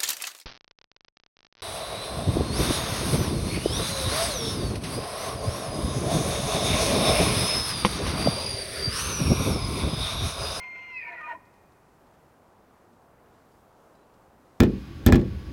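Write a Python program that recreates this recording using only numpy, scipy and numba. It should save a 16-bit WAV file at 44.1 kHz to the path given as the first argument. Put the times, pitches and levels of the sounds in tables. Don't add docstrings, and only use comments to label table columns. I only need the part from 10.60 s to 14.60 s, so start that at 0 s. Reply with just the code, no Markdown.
import sys
import numpy as np
from scipy import signal
from scipy.fft import rfft, irfft
from scipy.io import wavfile
from scipy.ndimage import uniform_filter1d
from numba import njit

SR = 44100
rng = np.random.default_rng(int(sys.argv[2]) if len(sys.argv) > 2 else 0)


def materialize(psi):
    bounded = np.clip(np.atleast_2d(psi).T, -1, 1)
    quanta = np.round(bounded * 32767).astype(np.int16)
    wavfile.write(sys.argv[1], SR, quanta)


def magnitude_from_level(level_db):
    exponent = np.asarray(level_db, float) / 20
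    return 10 ** exponent


N = 176400
T = np.arange(N) / SR


@njit
def svf(x, hz, width):
    y, band, low = np.empty(len(x)), 0., 0.
    g, damping = np.tan(np.pi * hz / SR), width / hz
    for i in range(len(x)):
        v = (band + g * (x[i] - low)) / (1 + g * (g + damping))
        band, low = 2 * v - band, low + 2 * g * v
        y[i] = damping * v
    return y


def unit(x):
    return x / np.sqrt(np.mean(x ** 2))


def walk(rate_hz):
    hold = max(int(SR / rate_hz), 40)
    held = rng.standard_normal(5000)[np.arange(N) // hold]
    return unit(uniform_filter1d(uniform_filter1d(held, hold), hold))


def rough(share):
    share = np.clip(share, 0, 1)
    return np.sqrt(1 - share ** 2) + share * walk(500)


def fade_after(end_s, release_s):
    return np.exp(-np.maximum(T - end_s, 0) / release_s)


def gate(start_s, length_s, attack_s, release_s):
    return np.clip((T - start_s) / attack_s, 0, 1) * fade_after(start_s + length_s, release_s)


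def turns(hz):
    return 2 * np.pi * np.cumsum(hz) / SR


def line(rows, release_s):
    s, hz, db = np.array(rows).T
    already_on = s[0] < .05
    edge = np.clip((T - s[0]) / 0.09 + already_on, 0, 1) * fade_after(s[-1], release_s)
    pitch = np.interp(T, s, hz) * (1 + 0.0015 * walk(60))
    return 2 ** .5 * edge * magnitude_from_level(np.interp(T, s, db)), np.pi / 2 + turns(pitch)


def wind():
    # pitch_hz, level_db (per Hz)
    colour = [(22, -8), (60, -1.5), (300, -1.5), (850, -3), (1300, -8.5), (2200, -20), (3500, -26.5),
              (15500, -32)]
    swell_db, flicker_db = .5, 0.91
    log_f = np.log(np.maximum(np.fft.rfftfreq(N, 1 / SR), 5))
    hz, db = np.array(colour).T
    bass_cut_db = 14 * np.maximum(np.log(hz[0]) - log_f, 0)
    spectrum = rfft(rng.standard_normal(N)) * magnitude_from_level(np.interp(log_f, np.log(hz), db) - bass_cut_db)
    centres = np.log(np.r_[1, 60 * 2. 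** np.arange(9)])
    swell = walk(0.52)
    out = 0
    for share in np.eye(len(centres)):
        band = irfft(spectrum * np.interp(log_f, centres, share), N)
        out = out + band * magnitude_from_level(swell_db * swell + flicker_db * walk(10))
    return unit(out) * magnitude_from_level(-58)


def whistles():
    # time_s, pitch_hz, level_db
    held_curve = [(0.0, 2108, -38.5), (0.018, 2108, -40), (0.282, 2102, -43), (0.388, 2034, -41)]
    # time_s, pitch_hz, level_db
    glide_curve = [(.29, 2820, -53), (.33, 2665, -46.5), (.376, 2555, -35), (.395, 2500, -42.5),
                   (.425, 2440, -41), (.49, 2200, -40), (.52, 2090, -52), (.575, 1933, -41),
                   (.65, 1770, -48.5)]
    # time_s, roughness (0-1)
    smear = [
        (.385, .08),
        (.44, .7),
        (.53, .65),
        (.56, .3),
        (.65, .4),
    ]
    held, p = line(held_curve, 0.0055)
    clean, q = line(glide_curve, 0.0062)
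    glide = clean * rough(np.interp(T, *np.array(smear).T)) * magnitude_from_level(walk(45))

    out = held * (np.sin(p) + magnitude_from_level(-25.5) * np.sin(2 * p) + magnitude_from_level(-36) * np.sin(3 * p) * (T < .31))
    octave = magnitude_from_level(-49) * np.sqrt(clean) * fade_after(.4, .12) * np.sin(2 * q)
    out = out + glide * np.sin(q) + octave * rough(0.92)
    out = out + magnitude_from_level(-30) * np.sqrt(held * clean) * (T > .29) * np.sin(p + q)
    return out + magnitude_from_level(26) * held * glide * glide * np.sin(p + 2 * q)


def breath():
    # pitch_hz, width_hz, level_db
    narrow = [(700, 51, -8.5), (998, 24, 2.5), (1429, 62, -4.5), (1900, 35, -4.5), (2410, 180, 3.5),
              (2550, 80, -6), (2820, 69, -9), (3150, 74, -12.5), (5240, 1200, -17)]
    # pitch_hz, width_hz, level_db
    wide_open = [(524, 81, -12.5), (671, 50, -8), (960, 35, 1.5), (1225, 40, -14), (1474, 100, -3.5),
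                 (1860, 110, 0.5), (2193, 63, -8), (2413, 78, -13), (2784, 44, -16), (3084, 56, -21),
                 (4110, 230, -25), (5500, 2400, -27)]
    # pitch_hz, width_hz, level_db
    squeal = [(1837, 64, -3), (2030, 130, -2), (2196, 120, -1), (2442, 64, 1.5), (2543, 54, -8),
              (4180, 240, -24.5), (4800, 180, -28)]
    # time_s, narrow_db, open_db, squeal_db
    course = [
        (0, -51.5, -65, -82),
        (.33, -51, -75, -69),
        (.385, -61, -71, -53),
        (.4, -69, -70, -44.5),
        (.445, -67, -54, -42.5),
        (0.479, -64, -44, -43),
        (.54, -64, -45.5, -51.5),
        (.6, -56, -48.5, -56.5),
        (.72, -61, -40.5, -57),
        (0.754, -74, -51.5, -63),
    ]
    s, *levels = np.array(course).T
    out = 0
    for throat, db in zip((narrow, wide_open, squeal), levels):
        air = rng.standard_normal(N) * magnitude_from_level(2.5 * walk(79.73))
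        body = 0
        for hz, width, peak_db in throat:
            once = svf(air, float(hz), 1.19 * width)
            body = body + magnitude_from_level(peak_db) * unit(svf(once, float(hz), 2.06 * width))
        out = out + unit(body) * magnitude_from_level(np.interp(T, s, db)) * fade_after(s[-1], 0.0065)
    return signal.sosfilt(signal.butter(4, 8000, fs=SR, output="sos"), out)


def falling_steps():
    # start_s, length_s, start_hz, end_hz, level_db
    steps = [(.21, 0.1, 2845, 2825, -59), (0.381, 0.018, 2035, 2030, -39.5),
             (0.408, 0.12, 1860, 1755, -44.5), (0.465, 0.026, 960, 951, -47.5),
             (0.488, .05, 709.6, 682, -50.5), (0.571, 0.032, 1440, 1431, -47.5),
             (0.6, 0.071, 1235, 1220, -44.5), (0.63, 0.043, 2444, 2438, -45.5),
             (0.676, 0.0425, 1010, 911, -36.5), (0.684, 0.043, 1907, 1837, -42),
             (0.681, 0.05, 1491, 1450, -50.5), (0.722, 0.013, 690, 658, -39),
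             (0.739, 0.017, 1801, 1860, -54.5), (0.741, 0.017, 1045, 1002, -43.5)]
    out = 0
    for s, length, hz0, hz1, db in steps:
        pitch = np.interp(T, [s, s + length], [hz0, hz1]) * (1 + .004 * walk(89.1))
        level = magnitude_from_level(db + 1.2 * walk(60)) * gate(s, length, 0.013, 0.0093)
        out = out + 2 ** .5 * level * rough(.18) * np.sin(turns(pitch))
    return out


def chest_tone():
    # time_s, pitch_hz, level_db
    curve = [
        (.47, 370, -52),
        (.53, 337.4, -59),
        (.65, 329.4, -69),
        (.72, 297.6, -66.5),
        (.775, 307, -60),
    ]
    level, phase = line(curve, 0.009)
    return level * rough(.4) * (np.sin(phase) + magnitude_from_level(3) * np.sin(2 * phase) * (T < .73))


def side_branch(call):
    return call - 0.95 * svf(call, 1670., 92.)


def echoes(call):
    t, tail = T[:2 * SR], 0
    for db, t60_s, rise_s in ((-24, .3, .03), (-33.5, 2.14, .15)):
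        scatter = svf(rng.standard_normal(len(t)), 1700., 2300.)
        tail = tail + magnitude_from_level(db) * unit(scatter * 1000 ** (-t / t60_s) * np.clip(t / rise_s, 0, 1))
    return signal.fftconvolve(call, tail / np.sqrt(len(t)))[:N]


def grass_ticks():
    # start_s, peak_db, centre_hz
    ticks = [(0.5194, -56.5, 3060), (0.6094, -57, 3010), (0.6934, -58, 3250), (0.7144, -69, 3210),
             (0.853, -64, 4700), (0.9386, -63, 3790), (1.1199, -63.5, 4010), (1.4687, -65, 3220),
             (1.5394, -63.5, 3400), (2.331, -65, 4080), (2.4194, -68, 4500), (2.6594, -64, 3090),
             (2.7412, -65, 4040), (2.9194, -63.5, 3980), (3.1994, -67, 3050), (3.3513, -61, 3950),
             (3.538, -62, 4050), (3.6194, -69, 4890)]
    noise, out = rng.standard_normal(N), 0
    for s, db, hz in ticks:
        out = out + magnitude_from_level(db - 7) * gate(s, 0.00085, 0.00059, 0.0084) * unit(svf(noise, float(hz), 0.58 * hz))
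    return out


def far_bird():
    # start_s, length_s, pitch_hz, level_db
    song = [
        (3.342, .045, 3970, -82),
        (3.4, 0.038, 3980, -78),
        (3.48, .03, 2700, -80),
        (3.628, 0.037, 2870, -84),
    ]
    out = 0
    for s, length, hz, db in song:
        out = out + magnitude_from_level(db) * gate(s, length, .01, .006) * np.sin(2 * np.pi * hz * T)
    return out


def scene():
    air = wind()
    call = side_branch(whistles() + breath() + falling_steps() + chest_tone())
    return (air + call + echoes(call) + grass_ticks() + far_bird())[None]


def top_cut(x):
    return signal.sosfilt(signal.butter(12, 15800, fs=SR, output="sos"), x)


def record(dry):
    return top_cut(dry)


dry = scene()
out = record(dry)
materialize(out)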